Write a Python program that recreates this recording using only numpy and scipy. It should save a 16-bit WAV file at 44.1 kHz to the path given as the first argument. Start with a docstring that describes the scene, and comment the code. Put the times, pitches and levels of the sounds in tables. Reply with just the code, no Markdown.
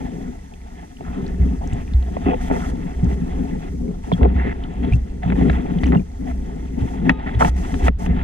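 """Speargun housing knocked about under water

A camera in a plastic housing rides on a diver's speargun in shallow water while the diver grapples with a fish.
Jolts ring the mount at its low resonance; thumps, knocks and scrapes excite the modes of the shell.
Water, line and weed drag over it as noise through those modes; small ticks, pings and crackle lie on top.
Two microphones inside hear each mode with their own level and phase."""
import sys
import numpy as np
from scipy import signal
from scipy.io import wavfile

SR = 44100
rng = np.random.default_rng(int(sys.argv[2]) if len(sys.argv) > 2 else 0)


def to_wav(s):
    """Save 16-bit WAV."""
    ch = np.atleast_2d(s).T  # columns
    pcm = np.round(np.clip(ch, -1, 1) * 32767)  # PCM
    wavfile.write(sys.argv[1], SR, pcm.astype(np.int16))


N = 362943

# modes of the big panels, base values that each source scales:
# pitch_hz, width_hz, level_db, left_minus_right_db, left_lead_rad
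PANEL_MODES = [(119.5, 29, -15, 5, 0.1), (176.6, 38.8, 1.5, 3, 0.63), (252, 47.8, 0.5, 7, 0.94),
               (304, 220, -7.5, -1.5, 2.35), (396.4, 61.5, -9.5, 2, 0.09), (491, 60, -13, 3, 3.78)]
# modes of the stiff parts, same columns
STIFF_MODES = [(716, 104, 2, 0.5, 1.95), (862, 109, 0.5, -1, 2.44), (1000, 174, -11, -1, 2.29),
               (1330, 232, -8, -1.5, 2.01), (1772, 320, -9, -1.5, 1.36), (1995, 260, -6.5, -2, 1.38),
               (2600, 390, -12.5, 3, -1.5), (3280, 550, -14, 0, 0.95)]


def from_db(db):
    """Decibels to amplitude gain."""
    return 10 ** (np.asarray(db) / 20)


def rms_one(x):
    """Scale to rms 1."""
    return x / np.sqrt(np.mean(np.abs(x) ** 2) + 1e-20)


def in_time(rows):
    """Interpolate each column of a curve to one value per sample."""
    s, *columns = np.transpose(rows)
    return [np.interp(np.arange(N) / SR, s, column) for column in columns]


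def drift(rate_hz):
    """Slow random curve of rms 1: noise at every 40th sample through a double one-pole low-pass."""
    pole = np.exp(-80 * np.pi * rate_hz / SR)
    noise = rng.standard_normal(N // 40 + 2002)
    slow = signal.lfilter([1], [1, -2 * pole, pole * pole], noise)[2000:]  # drop the settling
    return np.interp(np.arange(N) / 40, np.arange(len(slow)), rms_one(slow))


def butter(x, hz, kind, order=2):
    """Butterworth filter along time."""
    return signal.sosfilt(signal.butter(order, hz, kind, fs=SR, output="sos"), x)


def resonate(force, hz, width_hz):
    """Complex motion of one mode; a unit click rings from height 1."""
    pole = np.exp((2j * hz - width_hz) * np.pi / SR)
    return signal.lfilter([1], [1, -pole], force + 1e-18)


def at_ports(motion, balance_db, lead_rad):
    """Two microphones sit on different spots of a mode: own level, own phase."""
    side = np.array([[.5], [-.5]])
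    return np.real(motion * from_db(balance_db * side) * np.exp(1j * lead_rad * side))


def strokes(rows, shapes):
    """Lay one shape at each row's time with the row's level."""
    out = np.zeros(N + shapes.shape[1])
    for (start_s, level_db, *_), shape in zip(rows, shapes):
        out[round(start_s * SR):][:len(shape)] += from_db(level_db) * shape
    return out[:N]


def push(hz, turns):
    """Force under a smooth window of a few turns of one pitch; the window sums to 1, the cosine is doubled."""
    t = np.arange(4000) / SR
    window = np.sin(np.pi * np.clip(t * hz / turns, 0, 1)) ** 2
    return 2 * window * np.cos(2 * np.pi * hz * t) / window.sum()


def lay(rows, shapes, gain_db):
    """Each small contact reaches the two microphones with a random balance and phase."""
    out = np.zeros((2, N))
    spots = rng.standard_normal((len(rows), 2))
    for (start_s, level_db, _), shape, (balance, lead_rad) in zip(rows, shapes, spots):
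        heard = from_db(level_db + gain_db) * at_ports(shape, 1.5 * balance, lead_rad)
        out[:, round(start_s * SR):][:, :len(shape)] += heard
    return out


def held(rows, rise_s, fall_s):
    """For each row a shape that rises from the start, holds at 1 and falls after the end."""
    t = np.arange(N) / SR
    return np.array([np.clip(np.minimum((t - start_s) / rise_s, 1 + (end_s - t) / fall_s), 0, 1)
                     for start_s, end_s, *_ in rows])


def struck_modes():
    """Modes that a touch reaches; the panels among them are raised by 22.5 dB."""
    panels = [(hz, width_hz, level_db + 22.5, *ports) for hz, width_hz, level_db, *ports in PANEL_MODES[1:]]
    return panels + STIFF_MODES


def mount():
    """The mount sways near its resonance and rings after each jolt; beneath it the water heaves slowly."""
    # sway of the mount in the water: time_s, level_db
    sway_curve = [(0.0, -29.5), (0.92, -40), (1.4, -24), (3.96, -28.5), (4.51, -27), (5.13, -24),
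                  (5.91, -23), (6.1, -28.5), (8.23, -21.5)]
    # jolts of the mount: start_s, force_level_db
    jolts = [(1.076, -19), (1.224, -19.5), (1.394, -4.5), (1.939, -4), (2.243, -15), (2.958, -17),
             (3.062, -10.5), (3.308, -20), (4.212, -2), (4.351, -7.5), (4.911, -6.5), (5.312, -13.5),
             (5.398, -14), (5.497, -7.5), (5.828, -8), (6.297, -19), (6.806, -14), (7.346, -10),
             (7.483, -8.5), (7.829, -8), (8.087, -10.5), (8.171, -14)]
    mount_hz, sway_width_hz, jolt_width_hz = 62.64, 9.9, 4.87

    sway_db, = in_time(sway_curve)
    sway = rms_one(resonate(butter(rng.standard_normal(N), 84, "low"), mount_hz, sway_width_hz))
    sway = rms_one(sway / (np.abs(sway) + 15.0)) * from_db(sway_db)  # strong swings slightly flattened

    signs = rng.choice([-1, 1], len(jolts))
    kicks = strokes(jolts, np.outer(signs, push(mount_hz, turns=1.1)))
    motion = sway + resonate(kicks, mount_hz, jolt_width_hz)

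    heave = rms_one(butter(rng.standard_normal(N), [18, 48], "band")) * from_db(1.5 * drift(0.39))
    heave_db = -29.5 + 1.12 * (sway_db + 26.0)
    direct_kicks = 0.25 * butter(kicks, 54, "low") * SR / 400
    return at_ports(motion, -.4, 0) + heave * from_db(heave_db) + direct_kicks


def thumps():
    """A soft push sets ringing the panels whose pitch lies near its own."""
    # dull thumps on the panels: start_s, force_level_db, pitch_hz
    thump_rows = [(1.403, -7.5, 144), (1.53, -18, 230), (1.718, -6.5, 92), (2.262, -8, 255),
                  (2.284, -8, 260), (2.508, -11, 240), (3.026, -3, 143), (3.216, -12, 188),
                  (4.123, -3, 169), (4.929, 0, 113.4), (5.255, -6, 140), (5.415, -6.5, 168),
                  (5.957, -2, 172), (6.815, -6, 102), (7.094, -7, 226), (7.355, -2.5, 95),
                  (8.09, -10.5, 166)]
    force = strokes(thump_rows, np.array([push(hz, turns=2.63) for _, _, hz in thump_rows]))
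    out = 0
    for hz, width_hz, level_db, balance_db, lead_rad in PANEL_MODES:
        motion = resonate(force, hz, 0.65 * width_hz)
        out = out + from_db(0.39 * level_db) * at_ports(motion, balance_db, lead_rad)
    return out


def drag():
    """Gains of panels, rubbing and hiss: steady drag with brief dips, plus shoves and swishes added as power."""
    # steady drag of the water over the shell: time_s, panels_db, rubbing_db
    steady_drag = [(0.1, -26.5, -39.5), (0.3, -31, -46.5), (0.42, -41, -50.5), (0.95, -41, -48.5),
                   (1.15, -27.5, -41.5), (2.1, -29, -39.5), (3.68, -28, -41.5), (3.78, -31.5, -52),
                   (4.0, -32, -49.5), (4.3, -27.5, -36), (5.2, -31, -48.5), (5.6, -24.5, -35),
                   (6.0, -27.5, -45), (6.7, -33, -46.5), (7.0, -24, -39.5), (8.23, -27.5, -34)]
    # steady fine hiss: time_s, level_db
    steady_hiss = [(0.0, -57), (0.6, -60), (1.7, -57.5), (3.6, -57.5), (4.4, -63.5), (6.0, -58.5),
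                   (8.23, -64)]
    # brief dips of the level, several just after the loudest hits: start_s, end_s, level_depth_db, hiss_depth_db
    dips = [(1.831, 2.046, 5, 0.5), (4.243, 4.29, 3.5, 6), (6.018, 6.168, 6, 2), (7.102, 7.217, 4, 8),
            (7.487, 7.535, 4, 0), (7.894, 7.966, 20, 25)]
    # shoves that load the big panels: start_s, end_s, level_db
    shove_rows = [(2.226, 2.358, -25), (2.697, 2.81, -24), (3.014, 3.21, -23.5), (3.789, 3.913, -24),
                  (4.175, 4.531, -21), (4.739, 4.889, -24.5), (5.284, 5.41, -20.5), (5.406, 5.53, -14.5),
                  (5.738, 5.86, -22.5), (5.817, 6.007, -19), (6.763, 6.858, -22), (7.046, 7.093, -24),
                  (7.392, 7.467, -18), (7.787, 7.9, -22.5)]
    # swishes of weed and line past the shell: start_s, end_s, rubbing_db, hiss_db
    swishes = [(2.4, 2.483, -38, -50.5), (2.516, 2.704, -37.5, -50), (3.08, 3.146, -37, -54.5),
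               (4.022, 4.184, -40.5, -57), (4.34, 4.527, -34, -72), (4.822, 4.925, -35, -67),
               (4.913, 4.959, -42, -53), (5.217, 5.331, -35, -71), (5.342, 5.565, -32.5, -57.5),
               (5.8, 5.892, -36, -56.5), (6.26, 6.318, -35, -60), (6.78, 6.956, -38, -57),
               (7.042, 7.118, -33, -62), (7.178, 7.35, -34, -78), (7.388, 7.491, -27.5, -40.5),
               (7.552, 7.84, -36.5, -50), (7.835, 7.878, -24.5, -41.5), (7.982, 8.062, -50, -50)]

    depths_db = np.array(dips)[:, 2:].T @ held(dips, rise_s=0.0087, fall_s=0.044)
    level_depth_db, hiss_depth_db = depths_db
    panel_power, rub_power = from_db(np.array(in_time(steady_drag)) - level_depth_db) ** 2
    hiss_power = from_db(in_time(steady_hiss)[0] - hiss_depth_db) ** 2

    shove_shapes = held(shove_rows, rise_s=0.023, fall_s=0.016)
    shove_power = from_db(np.array(shove_rows)[:, 2]) ** 2 @ shove_shapes ** 2
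    swish_shapes = held(swishes, rise_s=0.013, fall_s=0.015)
    swish_rub, swish_hiss = from_db(np.array(swishes)[:, 2:].T) ** 2 @ swish_shapes ** 2
    return np.sqrt([panel_power + shove_power, rub_power + swish_rub, hiss_power + swish_hiss])


def shaken(modes, patchy_db, rate_hz, grain_db):
    """Each mode driven by its own lumpy noise, resonating twice so the valleys stay dark; rms 1."""
    out, together = 0, drift(rate_hz)
    for hz, width_hz, level_db, balance_db, lead_rad in modes:
        grains = rng.standard_normal(N) * from_db(grain_db * drift(hz / 12))
        force = grains * from_db(patchy_db * (together + 0.66 * drift(rate_hz)))
        motion = resonate(resonate(force, hz, width_hz), hz, 2 * width_hz)
        out = out + from_db(level_db) * at_ports(rms_one(motion), balance_db, lead_rad)
    return rms_one(out)


def handling(panel_gain, rub_gain, hiss_gain):
    """Shoving moves the big panels, rubbing the stiff ones, the finest grit hisses on top."""
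    # modes of the fine hiss: pitch_hz, width_hz, level_db, left_minus_right_db, left_lead_rad
    hiss_modes = [(5720, 650, -9.5, 0, -2.5), (6350, 970, -11.5, -12.5, 4), (11500, 6000, -11, -4.5, 1.8)]
    shove = shaken(PANEL_MODES, patchy_db=2.6, rate_hz=9.6, grain_db=0.0)
    rub = shaken(STIFF_MODES, patchy_db=2.2, rate_hz=14, grain_db=3.0)
    hiss = shaken(hiss_modes, patchy_db=1.5, rate_hz=30, grain_db=1.5)
    # part that each microphone hears alone
    loose = butter(rng.standard_normal((2, N)), [3900, 9400], "band", order=3)
    hiss = rms_one(hiss + 1.14 * rms_one(loose))
    return panel_gain * shove + rub_gain * rub + hiss_gain * hiss


def knocks():
    """Short ragged blows; modes near a blow's centre answer most, each with a random strength."""
    # knocks on the gear: start_s, force_level_db, centre_hz
    knock_rows = [(1.007, -34, 790), (2.167, -25, 815), (2.5, -27, 700), (2.512, -22.5, 900),
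                  (2.549, -38, 700), (4.117, -18.5, 760), (4.231, -26, 1690), (4.250, -32, 1750),
                  (5.232, -33, 2000), (5.301, -26, 2300), (5.322, -23, 1100), (5.411, -25.5, 750),
                  (5.497, -16, 1500), (5.53, -35, 1900), (5.834, -23.5, 2050), (5.921, -23.5, 1470),
                  (5.949, -29.5, 1600), (7.094, -6, 1720), (7.103, -17.5, 1660), (7.409, -15.5, 1010),
                  (7.421, -17, 1380), (7.437, -21, 700), (7.447, -14.5, 1150), (7.741, -27.5, 3000),
                  (7.882, -8, 1200), (8.062, -30, 2600)]
    modes, t = struck_modes(), np.arange(320) / SR
    centre_hz = np.array(knock_rows)[:, [2]]
    noise = rng.standard_normal((len(knock_rows), len(t)))
    blows = np.array([rms_one(row * np.exp(-t / 0.0031)) for row in noise])

    rung = 0
    for hz, width_hz, level_db, balance_db, lead_rad in modes:
        strength_db = 1.6 * rng.standard_normal((len(knock_rows), 1))
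        reach_db = strength_db - 6 * np.log2(hz / centre_hz) ** 2
        force = strokes(knock_rows, blows * from_db(reach_db))
        force = butter(force + 1e-18, [0.13 * hz, 1.1 * hz], "band")
        motion = resonate(force, hz, 1.37 * width_hz)
        rung = rung + from_db(-15 + 0.2 * level_db) * at_ports(motion, balance_db, lead_rad)
    rung = butter(butter(rung, 120, "high"), 3430, "low", order=4)

    crack_db = -30 + 8.0 * np.log2(centre_hz / 2000)  # higher-centred blows crack more
    crack = strokes(knock_rows, blows * np.exp(-t / 0.003) * from_db(crack_db))
    return rung + butter(crack, 3500, "high") * [[.8], [-1]]  # opposite sign at the two microphones


def scrapes():
    """Grit of uneven size dragged over the shell; modes near the centre of the rub answer most."""
    # abrupt scrapes: start_s, end_s, level_db, centre_hz, fall_db_per_octave_squared
    scrape_rows = [(1.045, 1.211, -45, 1230, 28), (1.606, 1.641, -34.5, 715, 49),
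                   (2.256, 2.344, -21, 740, 9), (2.254, 2.344, -37, 2670, 40),
                   (2.498, 2.575, -24, 820, 3.5), (2.598, 2.679, -41, 1330, 40),
                   (4.207, 4.264, -17.5, 614, 10), (4.385, 4.528, -35.5, 1850, 35),
                   (5.921, 5.958, -23, 920, 7), (7.258, 7.298, -35.5, 1750, 27),
                   (7.394, 7.485, -28, 1050, 16), (7.403, 7.427, -16.5, 1140, 41)]
    grit_per_s, grit_spread_db = 1500, 3.5
    modes, out = struck_modes(), np.zeros((2, N))
    for start_s, end_s, scrape_db, centre_hz, fall_db in scrape_rows:
        t = np.arange(round((end_s - start_s + 0.021) * SR)) / SR  # room to ring out
        pressed = np.clip(t / 0.004, 0, 1) * (t < end_s - start_s)
        sizes = from_db(grit_spread_db * np.minimum(rng.exponential(1, len(t)), 4))
        grit = (rng.random(len(t)) < grit_per_s / SR) * sizes
        rub = 0
        for hz, width_hz, level_db, balance_db, lead_rad in modes:
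            force = rng.standard_normal(len(t)) * (0.1 + grit) * pressed
            motion = resonate(resonate(force, hz, 0.65 * width_hz), hz, 3 * width_hz)
            answer_db = 0.64 * level_db - fall_db * np.log2(hz / centre_hz) ** 2
            loose_lead_rad = lead_rad + 0.36 * rng.standard_normal()
            rub = rub + from_db(answer_db) * at_ports(rms_one(motion), balance_db, loose_lead_rad)
        out[:, round(start_s * SR):][:, :len(t)] += from_db(scrape_db) * rms_one(rub)
    return butter(out + 1e-18, 2950, "low", order=4)


def ticks():
    """Tiny hard contacts: ragged bursts of a few milliseconds, broad around their centre."""
    # ragged ticks, level ahead of gain_db: start_s, level_db, centre_hz
    tick_rows = [(0.538, -44.5, 2720), (0.968, -46, 2880), (1.265, -41.5, 3920), (1.279, -46, 5700),
                 (1.674, -41, 6320), (1.727, -40.5, 2780), (1.733, -40.5, 7250), (1.877, -45.5, 2400),
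                 (1.935, -41, 3770), (2.026, -44, 3320), (3.044, -43, 6060), (4.637, -40, 3070),
                 (5.786, -40, 3000), (5.837, -40, 4180), (5.858, -37, 2900), (5.866, -42.5, 6040),
                 (5.877, -41, 2660), (5.841, -31, 2000)]
    t = np.arange(600) / SR
    shapes = []
    for _, _, hz in tick_rows:
        burst = rng.standard_normal(len(t)) * np.exp(-t / 0.0025)
        rung = resonate(butter(burst, [0.65 * hz, 1.4 * hz], "band"), hz, 0.13 * hz)
        shapes.append(rung / np.abs(rung).max())
    return lay(tick_rows, shapes, gain_db=7.5)


def pings():
    """Clear pings, as of small bubbles: a broad snap, then a few cycles at one pitch."""
    # pings, level ahead of gain_db: start_s, level_db, pitch_hz
    ping_rows = [(4.126, -30.5, 3360), (4.136, -31.5, 3300), (4.924, -34, 2410), (4.935, -32.5, 2670),
                 (5.971, -40.5, 2800), (5.995, -47, 2400)]
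    t = np.arange(900) / SR
    shapes = []
    for _, _, hz in ping_rows:
        attack = 1 - np.exp(-t / 0.0002)
        decay = np.exp(-hz / 14.4 * t) + 0.6 * np.exp(-1.3 * hz * t)
        shapes.append(attack * decay * np.exp(2j * np.pi * hz * t))
    return lay(ping_rows, shapes, gain_db=8.0)


def shaft():
    """The metal shaft rings faintly after the hardest knock in thin long modes; the hand on it stops them soon."""
    # shaft modes: pitch_hz, level_db
    shaft_modes = [(883, -41), (1244, -44), (2557, -52), (3806, -57)]
    struck_s, width_hz = 7.096, 2.2
    t = np.clip(np.arange(N) / SR - struck_s, 0, None)
    hand = np.clip((0.11 - t) / 0.026, 0, 1)
    envelope = (t > 0) * np.exp(-np.pi * width_hz * t) * hand
    return envelope * sum(from_db(level_db) * np.sin(2 * np.pi * hz * t) for hz, level_db in shaft_modes)


def contacts():
    """All that touches the gear, with the bubble-like pings."""
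    return knocks() + scrapes() + ticks() + pings() + shaft()


def crackle(hiss_db):
    """Faint random ticks of grit and tiny bubbles, more and louder while the hiss is strong."""
    ticks_per_s = 22 * from_db(.3 * (hiss_db + 60))
    born = rng.random(N) < ticks_per_s / SR
    sizes = from_db(-49 + 0.5 * (hiss_db + 51) + 4 * np.minimum(rng.exponential(1, N), 2.5))
    dealt, out = rng.integers(0, 8, N), 0  # each tick gets one of eight pitches
    for k, hz in enumerate(np.geomspace(2200, 7000, 8)):
        force = butter(born * sizes * (dealt == k) + 1e-18, [0.48 * hz, 2.0 * hz], "band")
        out = out + at_ports(resonate(force, hz, hz / 12.0), -1.5, 1.0 * k)
    return out


def scene():
    """Everything that reaches the two microphones."""
    gains = drag()
    hiss_db = 20 * np.log10(gains[2])
    return mount() + thumps() + handling(*gains) + contacts() + crackle(hiss_db)


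def record(dry):
    """A faint dull hiss of the electronics; peaks are rounded, the top is cut."""
    hiss = from_db(-63.0) * rms_one(butter(rng.standard_normal(dry.shape), [300, 3500], "band"))
    rounded = 1.3 * np.tanh((dry + hiss) / 1.3)
    top_cut = signal.cheby2(12, 70, 15300, fs=SR, output="sos")  # 70 dB down from 15300 Hz
    return signal.sosfilt(top_cut, rounded)


dry = scene()
out = record(dry)
to_wav(out)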